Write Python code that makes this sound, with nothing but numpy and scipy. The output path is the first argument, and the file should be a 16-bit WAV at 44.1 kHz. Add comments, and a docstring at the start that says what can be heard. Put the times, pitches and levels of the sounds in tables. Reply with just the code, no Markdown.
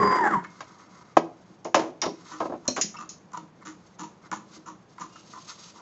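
"""Small room, microphone close to a venetian blind that is tilted by its wand.
First the wand rubs along the blind, noisy grains of friction under squealing and groaning tones.
From 0.6 s it knocks slats and frame, ringing modes with a loose rattle; from 1.6 s thin slats snap over brightly.
From 2.3 s the worm gear rasps about three times a second, swells of tiny clicks, as the fingers roll the wand on.
Soft cord drag, still air and a faint hum lie beneath throughout."""
import sys
import numpy as np
from scipy import signal
from scipy.fft import rfft, irfft
from scipy.io import wavfile

SR = 44100
rng = np.random.default_rng(int(sys.argv[2]) if len(sys.argv) > 2 else 0)


def persist_wave(psi):
    """Save psi, clipped to +-1, as 16-bit WAV."""
    counts = np.round(np.clip(psi, -1, 1) * 32767).astype(np.int16)
    wavfile.write(sys.argv[1], SR, np.atleast_2d(counts).T)


N = 256220
TIME = np.arange(N) / SR

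# spectrum of the wand's scrape: freq_hz, level_db
RUB_COLOUR = [(100, -15.5), (300, 8), (600, 0), (1000, 10), (1500, 2.5), (1950, 3.5), (2500, -21.5),
              (3200, -19), (4000, -28), (7000, -22)]
# friction tones, each a curve: time_s, pitch_hz, level_db
MAIN_SQUEAL = [(0, 1100, -23.5), (.034, 1042, -22.5), (.18, 1015, -23), (.214, 960, -24.5),
               (.254, 827, -24.5), (.28, 835, -22)]
# a wavering squeal that dives
DIVING_SQUEAL = [(.19, 1943, -53), (.237, 1783, -27), (.3, 1462, -33.5), (.33, 1195, -25.5),
                 (.362, 968, -22), (.383, 938, -32)]
# a thin high whistle
WHISTLE = [(0, 4860, -48), (.058, 4860, -39), (.18, 4858, -44), (.21, 4830, -61.5)]
# two groans
GROAN = [(.05, 415, -27), (.165, 417, -50), (.21, 385.5, -33), (.33, 315, -49.5)]
LOW_GROAN = [(.09, 197.2, -30), (.125, 197.5, -51.5), (.33, 213.6, -40.5), (.378, 180, -31)]
RUB_END_S, RUB_RELEASE_S, SCRAPE_DB = 0.36, 0.026, -28.5
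SQUEAL_OCTAVE_DB = -17.5   # the main squeal carries its octave
SQUEAL_ROUGH, WHISTLE_ROUGH, GROAN_ROUGH = .28, .12, .45   # depth of flutter


def rubbing():
    """The wand drags along the blind, then lifts off: uneven grains of friction, with squeals and groans."""
    friction = grains(N, per_s=1600, spread_db=1.5)
    slats = amp(SCRAPE_DB) * colour(friction, RUB_COLOUR)
    unevenness = amp(3.0 * wobble(23))
    scrape = unevenness * held(0, RUB_END_S, RUB_RELEASE_S) * slats
    squeals = squeal(MAIN_SQUEAL, SQUEAL_ROUGH, amp(SQUEAL_OCTAVE_DB)) + squeal(DIVING_SQUEAL, SQUEAL_ROUGH)
    whistle = squeal(WHISTLE, WHISTLE_ROUGH)
    groans = squeal(GROAN, GROAN_ROUGH) + squeal(LOW_GROAN, GROAN_ROUGH)
    rub = scrape + squeals + whistle + groans
    return rub + amp(-9.0) * room(rub)


SQUEAL_RELEASE_S, SQUEAL_FLUTTER_HZ, FRICTION_ATTACK_S = 0.0087, 82.6, 0.0012
SQUEAL_CHATTER = 0.35   # how deeply the head rail shakes a squeal, against its roughness


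def squeal(curve, rough, octave=0):
    """A stick-slip tone follows the wand's speed and pressure; it flutters, and chatters with the head rail."""
    time_s, pitch_hz, level_db = np.transpose(curve)
    phase = 2 * np.pi * np.cumsum(np.interp(TIME, time_s, pitch_hz)) / SR
    rail_shake = rms_one(resonate(rng.standard_normal(N), RAIL_MODES))
    chatter = SQUEAL_CHATTER * rough * rail_shake
    tone = (1 + rough * wobble(SQUEAL_FLUTTER_HZ) + chatter) * np.sin(phase)
    tone = tone + rough * wobble(SQUEAL_FLUTTER_HZ) * np.cos(phase)
    overtone = octave * wobble(SQUEAL_FLUTTER_HZ) * np.sin(2 * phase)
    level = amp(np.interp(TIME, time_s, level_db)) * held(0, time_s[-1], SQUEAL_RELEASE_S)
    return level * np.sqrt(2) * (tone + overtone)


def held(start, end, release_s):
    """Envelope of a friction sound: quick attack, hold, exponential release."""
    attack = np.clip((TIME - start) / FRICTION_ATTACK_S, 0, 1)
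    return attack * np.exp(-np.clip((TIME - end) / release_s, 0, 50))


# knocks of wand and rail: start_s, peak_db, pitch_hz, crack_db, rattle_db, rattle_pitch_hz, rattle_length_s
KNOCKS = [(0.606, -30, 1700, -38, -30, 1900, 0.006), (1.1685, 2.5, 726, -26.5, -21, 520, 0.0051),
          (1.65, -26, 480, -42.5, -21.5, 600, 0.015), (1.7443, -3.5, 1040, -17.5, -7, 616, 0.025),
          (1.794, -16, 352, -32, -17.5, 560, 0.041), (2.02, -33.5, 1900, -29, -22, 1700, 0.0083),
          (2.034, -20, 840, -30.5, -15.5, 820, 0.014), (2.063, -15.5, 327, -47.5, -17.5, 377, 0.019),
          (2.403, -15, 750, -39, -13.5, 900, 0.013), (2.454, -17.5, 560, -48, -24, 650, 0.01),
          (2.495, -27, 358, -63, -23, 395, 0.015), (2.521, -23, 613, -64.5, -23.5, 500, 0.0059),
          (2.535, -21.5, 416, -65.5, -23, 480, 0.012), (2.681, -25, 500, -37, -26, 500, 0.012),
          (2.765, -30, 1500, -31.5, -21, 1400, 0.011), (2.776, -22, 566, -33.5, -19, 540, 0.011)]
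# spectrum of the short crack: freq_hz, level_db
CRACK_COLOUR = [(900, 2.5), (1800, 6), (3000, 0), (4500, -4.5), (7000, -2), (8000, -49.5)]
RATTLE_CRACK_DB = -25.5   # crackle of the rattle, against the crack of the knock


def knocks():
    """A short crack opens each knock and the frame rings; loose slats rattle on, crackling with its crack."""
    out, t = np.zeros(N), TIME[:SR // 4]
    for start_s, peak_db, pitch_hz, crack_db, rattle_db, rattle_hz, rattle_s in KNOCKS:
        ring = amp(peak_db) * frame(t, pitch_hz).sum(axis=0)
        crack = colour(rng.standard_normal(len(t)), CRACK_COLOUR) * np.exp(-t / 0.013)
        crackle = amp(RATTLE_CRACK_DB) * colour(bounces(t, rattle_s), CRACK_COLOUR)
        loose_slats = rattle(t, rattle_db, rattle_hz, rattle_s)
        add(out, start_s, ring + amp(crack_db) * (crack + crackle) + loose_slats)
    return out + amp(-11.0) * room(out)


# what a knock rings with: freq_hz, level_db, t60_s
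FRAME_MODES = [(168, -22, 0.29), (248, -15, 0.18), (328.6, -6.5, 0.1), (439.5, -6, 0.031),
               (564, -3.5, 0.025), (634, -5.5, 0.047), (718, -4.5, 0.034), (853, -7, 0.037),
               (968, -9, 0.042), (1077, -4, 0.029), (1256, -12, 0.063), (1616, -16, 0.049),
               (2113, -35.5, 0.06)]


def frame(t, pitch_hz):
    """The modes of the frame, one a row, for a blow that favours one pitch; together they peak at one."""
    rings = []
    for k, (hz, db, t60) in enumerate(FRAME_MODES):
        level = (-1) ** k * amp(db + favour(hz, pitch_hz, slope_db=7.0))
        rings.append(level * np.sin(2 * np.pi * hz * t) * np.exp(-np.log(1000) * t / t60))
    rings = np.array(rings)
    return rings / np.abs(rings.sum(axis=0)).max()


RATTLE_LOW_LAG = 0.37   # exponent: the rattle lasts longer in the low modes
RATTLE_LOWEST_HZ = 145


def rattle(t, db, pitch_hz, length_s):
    """Loose slats, each tuned a little differently, bounce on the frame; the rattle dulls as it dies."""
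    out = 0
    for (hz, _, _), ring in zip(FRAME_MODES, frame(t, pitch_hz)):
        detuned_ring = np.interp(t * detune(), t, ring)
        contacts = bounces(t, length_s * (pitch_hz / hz) ** RATTLE_LOW_LAG)
        shaken = signal.fftconvolve(detuned_ring, contacts)[:len(t)]
        out = out + np.std(ring) * rms_one(shaken)
    return amp(db) * signal.sosfilt(signal.butter(2, RATTLE_LOWEST_HZ, "high", fs=SR, output="sos"), out)


BOUNCES_PER_S = 700


def bounces(t, length_s):
    """A flurry of small contacts that builds quickly and dies away."""
    contacts = grains(len(t), per_s=BOUNCES_PER_S, spread_db=1.0)
    return contacts * np.sqrt(t / length_s) * np.exp(-t / length_s)


# slats snapping over: start_s, clatter_db, pitch_hz, clatter_t60_s, ring_peak_db
SNAPS = [(1.646, -45, 6480, 0.085, -37), (1.7464, -18.5, 6880, 0.007, -24),
         (2.017, -21.5, 5510, 0.016, -19), (2.056, -35, 4700, 0.037, -42), (2.6783, -26, 6355, 0.032, -9.5),
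         (2.7624, -42, 7000, 0.42, -29), (2.8124, -18, 6540, 0.071, -21.5), (3.091, -41, 6640, 0.15, -33)]
# ringing of a thin slat: freq_hz, width_hz, level_db
SLAT_MODES = [(2540, 25, -10), (4233, 80, -7), (5500, 160, -12), (5865, 65, -0.5), (6395, 65, 0),
              (6673, 110, -0.5)]
# spectrum of the clatter: freq_hz, level_db
CLATTER_COLOUR = [(800, 1.5), (2000, 1), (3200, -12.5), (4500, -16.5), (5500, -13), (6800, -10.5),
                  (8000, -50.5)]
SLAT_HZ = 6380   # the main ring of a slat; in a snap all its modes shift with it
TWANG_S, SLAT_BUZZ_S = 2.683, 0.0012


def snaps():
    """A thin slat catches and springs free: it strikes its neighbour twice, clatters, rings with beating modes."""
    out, t = np.zeros(N), TIME[:SR // 4]
    for start_s, clatter_db, pitch_hz, t60, ring_db in SNAPS:
        spectrum = [(hz, band_db + favour(hz, pitch_hz, slope_db=18.5)) for hz, band_db in CLATTER_COLOUR]
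        contacts = colour(grains(len(t), per_s=11000, spread_db=1.5), spectrum)
        clatter = contacts * twice(t, max(t60, .004) / np.log(1000))
        buzz = rng.standard_normal(len(t)) * twice(t, SLAT_BUZZ_S)
        modes = [(hz * pitch_hz / SLAT_HZ, width, mode_db) for hz, width, mode_db in SLAT_MODES]
        ring = peak_one(resonate(buzz, modes))
        add(out, start_s, amp(clatter_db) * clatter + amp(ring_db) * ring)
    add(out, TWANG_S, twang())
    return out + amp(-4.0) * room(out)


REBOUND_S, REBOUND_DB = 0.0058, -4


def twice(t, decay_s):
    """Envelope of a strike and its rebound."""
    fade = np.exp(-t / decay_s)
    rebound = np.interp(t - REBOUND_S, t, fade, left=0)
    return np.hypot(fade, amp(REBOUND_DB) * rebound)


# bending tones of the slat that was bowed hardest: freq_hz, level_db
TWANG = [(260, -23), (576, -26)]
TWANG_T60_S = .08


def twang():
    """The slat that was bowed hardest swings back with its two bending tones."""
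    t = TIME[:SR // 4]
    tones = sum(amp(db) * np.sin(2 * np.pi * hz * t) for hz, db in TWANG)
    return tones * np.exp(-np.log(1000) * t / TWANG_T60_S)


# strength of the turns, in order: rasp_db, pitch_hz, hiss_db
TURNS = [(-39, 1250, -49), (-44, 1100, -59), (-37, 1210, -49.5), (-43, 970, -53.5), (-41.5, 1540, -45.5),
         (-37, 1020, -43), (-40.5, 1360, -44.5), (-39.5, 1100, -49.5), (-37, 1000, -46), (-42.5, 1090, -58)]
# the gear catches and lets go, out of step with the turns: start_s, rasp_db, pitch_hz, hiss_db, swell_s
CATCHES = [(0.439, -36, 1820, -56, 0.0042), (2.258, -44.5, 1190, -64, 0.0019),
           (2.941, -36.5, 1200, -60, 0.0043), (3.338, -34, 1010, -62, 0.0076),
           (3.371, -30.5, 1010, -42, 0.0023), (4.3136, -28.5, 1420, -37, 0.0019),
           (4.323, -26.5, 980, -51, 0.0045), (4.981, -37.5, 1250, -79, 0.0023),
           (5.01, -36.5, 1140, -54, 0.0063), (5.154, -43.5, 1340, -56, 0.004),
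           (5.373, -39.5, 970, -61, 0.0042), (5.734, -43, 940, -62, 0.054)]
# soft bumps of the head rail in its brackets: start_s, peak_db
BUMPS = [(1.493, -44), (2.831, -31), (3.42, -40.5), (4.495, -45), (4.559, -42)]
# ringing of the head rail: freq_hz, width_hz, level_db
RAIL_MODES = [(167.8, 11, 2.5), (218, 18, -2), (311, 17.4, 1.5), (364, 170, -13)]
FIRST_TURN_S, TURN_S, RASP_SWELL_S = 2.308, .3355, 0.017   # the wand turns evenly


def gear():
    """The worm rasps once a turn; at times it catches with a tick, cords squeak, the head rail bumps softly."""
    out, t = np.zeros(N), TIME[:SR // 4]
    for turn, (rasp_db, pitch_hz, hiss_db) in enumerate(TURNS):
        add(out, FIRST_TURN_S + turn * TURN_S, slip(rasp_db, pitch_hz, hiss_db, RASP_SWELL_S))
    for start_s, rasp_db, pitch_hz, hiss_db, swell_s in CATCHES:
        add(out, start_s, slip(rasp_db, pitch_hz, hiss_db, swell_s))
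    for start_s, peak_db in BUMPS:
        bump = resonate(bounces(t, RASP_SWELL_S / 2), RAIL_MODES)
        add(out, start_s, amp(peak_db) * peak_one(bump))
    out = out + squeaks()
    return out + amp(-4.0) * room(out)


# ringing of the gear box: freq_hz, width_hz, level_db
GEAR_MODES = [(992, 51, 10.5), (1123, 57, 9), (1245, 120, 8), (1530, 190, -0.5), (1773, 61, -1),
              (2113, 120, 0)]
# spectrum of the hiss in a slip: freq_hz, level_db
HISS_COLOUR = [(1500, 11), (4800, 3), (6000, 13.5), (7200, 17), (8000, -55.5)]
TEETH_PER_S, TEETH_SPREAD_DB = 600, 2.5   # the tiny clicks of a slip
THUD_DB = 3.5   # the thud of the rail, against the hiss


def slip(rasp_db, pitch_hz, hiss_db, swell_s):
    """One slip of the worm is a swell of tiny clicks; the gear box and the head rail ring on after it."""
    age = TIME[:SR // 4] / max(swell_s, .001)
    swell = age * np.exp(1 - age)
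    modes = [(hz * detune(), width, mode_db + favour(hz, pitch_hz, slope_db=18.0))
             for hz, width, mode_db in GEAR_MODES]
    clicks = grains(len(age), per_s=TEETH_PER_S, spread_db=TEETH_SPREAD_DB) * swell
    rasp = rms_one(resonate(clicks, modes))
    thud = amp(THUD_DB) * rms_one(resonate(clicks, RAIL_MODES))
    scrape = colour(clicks, HISS_COLOUR) + thud
    return np.std(swell) * (amp(rasp_db) * rasp + amp(hiss_db) * scrape)


# squeaks of a cord: middle_s, half_length_s, pitch_hz, level_db
SQUEAKS = [(2.972, 0.0055, 2670, -39.5), (5.167, 0.045, 2810, -57)]


def squeaks():
    """A cord slips through a slat with a short, rough squeak and its weaker octave."""
    out = 0
    for middle_s, half_s, hz, db in SQUEAKS:
        phase = 2 * np.pi * hz * TIME + .7 * wobble(300)
        swell = np.exp(-((TIME - middle_s) / half_s) ** 2)
        out = out + amp(db) * swell * (np.sin(phase) + np.sin(2 * phase) / 2)
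    return out


# the cords slide faster for a moment, most as the slats close: middle_s, half_length_s, rustle_db, gear_box_db
DRAGS = [(0.701, 0.45, -66, -57.5), (2.338, 0.16, -57.5, -55.5), (3.63, 0.017, -73.5, -51),
         (4.256, 0.026, -67, -53), (4.554, 0.046, -57, -59), (5.503, 0.03, -45, -47),
         (5.553, 0.45, -55, -61.5)]
# spectrum of the cords' rustle: freq_hz, level_db
RUSTLE_COLOUR = [(2400, -7.5), (4300, 2.5), (7000, -5)]
# steady drag: rustle on the slats, murmur of the gear box and of the head rail
RUSTLE_FLOOR_DB, BOX_FLOOR_DB, RAIL_FLOOR_DB = -73, -72, -65
SLAT_RING_DB = -3.5   # the dragged slats ring faintly: against the rustle


def cords():
    """Between slips the ladder cords keep dragging softly and unevenly over slats and rail."""
    rustle_gain, box_gain = amp(RUSTLE_FLOOR_DB), amp(BOX_FLOOR_DB)
    for middle_s, half_s, rustle_db, box_db in DRAGS:
        swell = np.exp(-((TIME - middle_s) / half_s) ** 2)
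        rustle_gain = np.hypot(rustle_gain, amp(rustle_db) * swell)
        box_gain = np.hypot(box_gain, amp(box_db) * swell)
    grip_db = 2.5 * wobble(9)
    flutter_db = 1.8 * wobble(30)
    fibres = grains(N, per_s=7000, spread_db=2.5)
    slats = colour(fibres, RUSTLE_COLOUR) + amp(SLAT_RING_DB) * rms_one(resonate(fibres, SLAT_MODES))
    rustle = rustle_gain * amp(grip_db + flutter_db) * slats
    box = box_gain * rms_one(resonate(grains(N, per_s=2200, spread_db=3.0), GEAR_MODES))
    rail = amp(RAIL_FLOOR_DB) * rms_one(resonate(grains(N, per_s=81, spread_db=4.5), RAIL_MODES))
    return rustle + amp(grip_db) * (box + rail)


# still air of the room: freq_hz, level_db per Hz
AIR = [(30, -19), (134, -6.5), (180, 1.5), (235, -7), (900, -13.5), (8000, -43)]
# faint hum in the room: freq_hz, level_db
HUM = [(116, -66)]
AIR_DB = -55.5


def background():
    """The quiet air of the room is shaped noise; a faint low sine hums in it."""
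    air = amp(AIR_DB) * colour(rng.standard_normal(N), AIR)
    hum = sum(amp(db) * np.sin(2 * np.pi * hz * TIME) for hz, db in HUM)
    return air + hum


# the small room: freq_hz, t60_s, level_db
ROOM = [(149.5, 0.63, -2), (397, 0.32, 4.5), (790, 0.32, -6), (1620, 0.27, -3), (3500, 0.23, 5),
        (7100, 0.29, -4.5)]


def room(x):
    """Diffuse reflections as noise dying band by band; each band has its share of energy, set by ROOM."""
    t, tail = TIME[:SR * 3 // 4], 0
    edges = np.geomspace(70, 9000, 11)
    room_hz, t60, db = np.transpose(ROOM)
    for low, high in zip(edges, edges[1:]):
        band_filter = signal.butter(2, [low, high], "band", fs=SR, output="sos")
        band = signal.sosfilt(band_filter, rng.standard_normal(len(t)))
        hz = np.sqrt(low * high)
        decay = np.exp(-np.log(1000) * t / np.interp(hz, room_hz, t60))
        band = band * decay * np.clip(t / 0.0013, 0, 1) ** 2
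        share = np.sqrt(2 * (high - low) / SR / len(t))
        tail = tail + rms_one(band) * amp(np.interp(hz, room_hz, db)) * share
    return signal.fftconvolve(x, tail)[:N]


def grains(count, per_s, spread_db):
    """Friction: random tiny slips of uneven size; rms 1."""
    sizes = amp(abs(spread_db) * np.minimum(rng.exponential(1, count), 4)) * rng.choice([-1, 1], count)
    return rms_one(sizes * (rng.random(count) < per_s / SR))


def resonate(x, modes):
    """Parallel resonances of (Hz, width in Hz, dB), signs alternating."""
    out = 0
    for k, (hz, width, db) in enumerate(modes):
        r = np.exp(-np.pi * width / SR)
        b = (1 - r * r) / 2 * np.array([1, 0, -1])
        a = [1, -2 * r * np.cos(2 * np.pi * hz / SR), r * r]
        out = out + (-1) ** k * amp(db) * signal.lfilter(b, a, x + 1e-18)
    return out


def favour(hz, centre_hz, slope_db):
    """The place of contact favours modes near one pitch: dB lost by octaves away from it."""
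    return -slope_db * np.abs(np.log2(hz / centre_hz))


DETUNE = .05


def detune():
    """Each contact falls on another spot, and shifts a resonance a little."""
    return 1 + DETUNE * rng.uniform(-1.1, 1)


def wobble(hz):
    """Chance fluctuation up to a given speed; rms 1."""
    return rms_one(signal.sosfilt(signal.butter(2, hz, fs=SR, output="sos"), rng.standard_normal(N)))


def colour(x, points):
    """Shape a sound by a spectrum that falls away beyond its ends; rms 1."""
    hz = np.arange(len(x) // 2 + 1) * SR / len(x) + 1
    skirts = np.minimum(hz / points[0][0], 1) ** 2 * np.minimum(points[-1][0] / hz, 1) ** 2
    return rms_one(irfft(rfft(x) * amp(at_hz(points, hz)) * skirts, len(x)))


def at_hz(points, hz):
    """Read a spectrum on a log-frequency axis."""
    f, value = np.transpose(points)
    return np.interp(np.log(np.maximum(hz, 1)), np.log(f), value)


def amp(db):
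    """Decibels to gain."""
    return 10 ** (np.asarray(db) / 20)


def rms_one(x):
    """Scale to an rms of one."""
    return x / np.sqrt(np.mean(x ** 2) + 1e-20)


def peak_one(x):
    """Scale to a peak of one."""
    return x / (np.abs(x).max() + 1e-20)


def add(out, s, sound):
    """Mix a sound in at a time in seconds."""
    start = max(round(s * SR), 0)
    out[start:start + len(sound)] += sound[:N - start]


def scene():
    """The blind, close by, over the quiet air of the room."""
    return (rubbing() + knocks() + snaps() + gear() + cords() + background())[None]


CUTOFF_HZ = 7600


def record(dry):
    """The microphone thins the deep bass, peaks beyond full scale overload, the top is cut."""
    heard = signal.sosfilt(signal.butter(1, 60, "high", fs=SR, output="sos"), dry)
    overloaded = np.clip(heard, -1, 1)
    return signal.sosfilt(signal.ellip(8, .3, 70, CUTOFF_HZ, fs=SR, output="sos"), overloaded)


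dry = scene()
out = record(dry)
persist_wave(out)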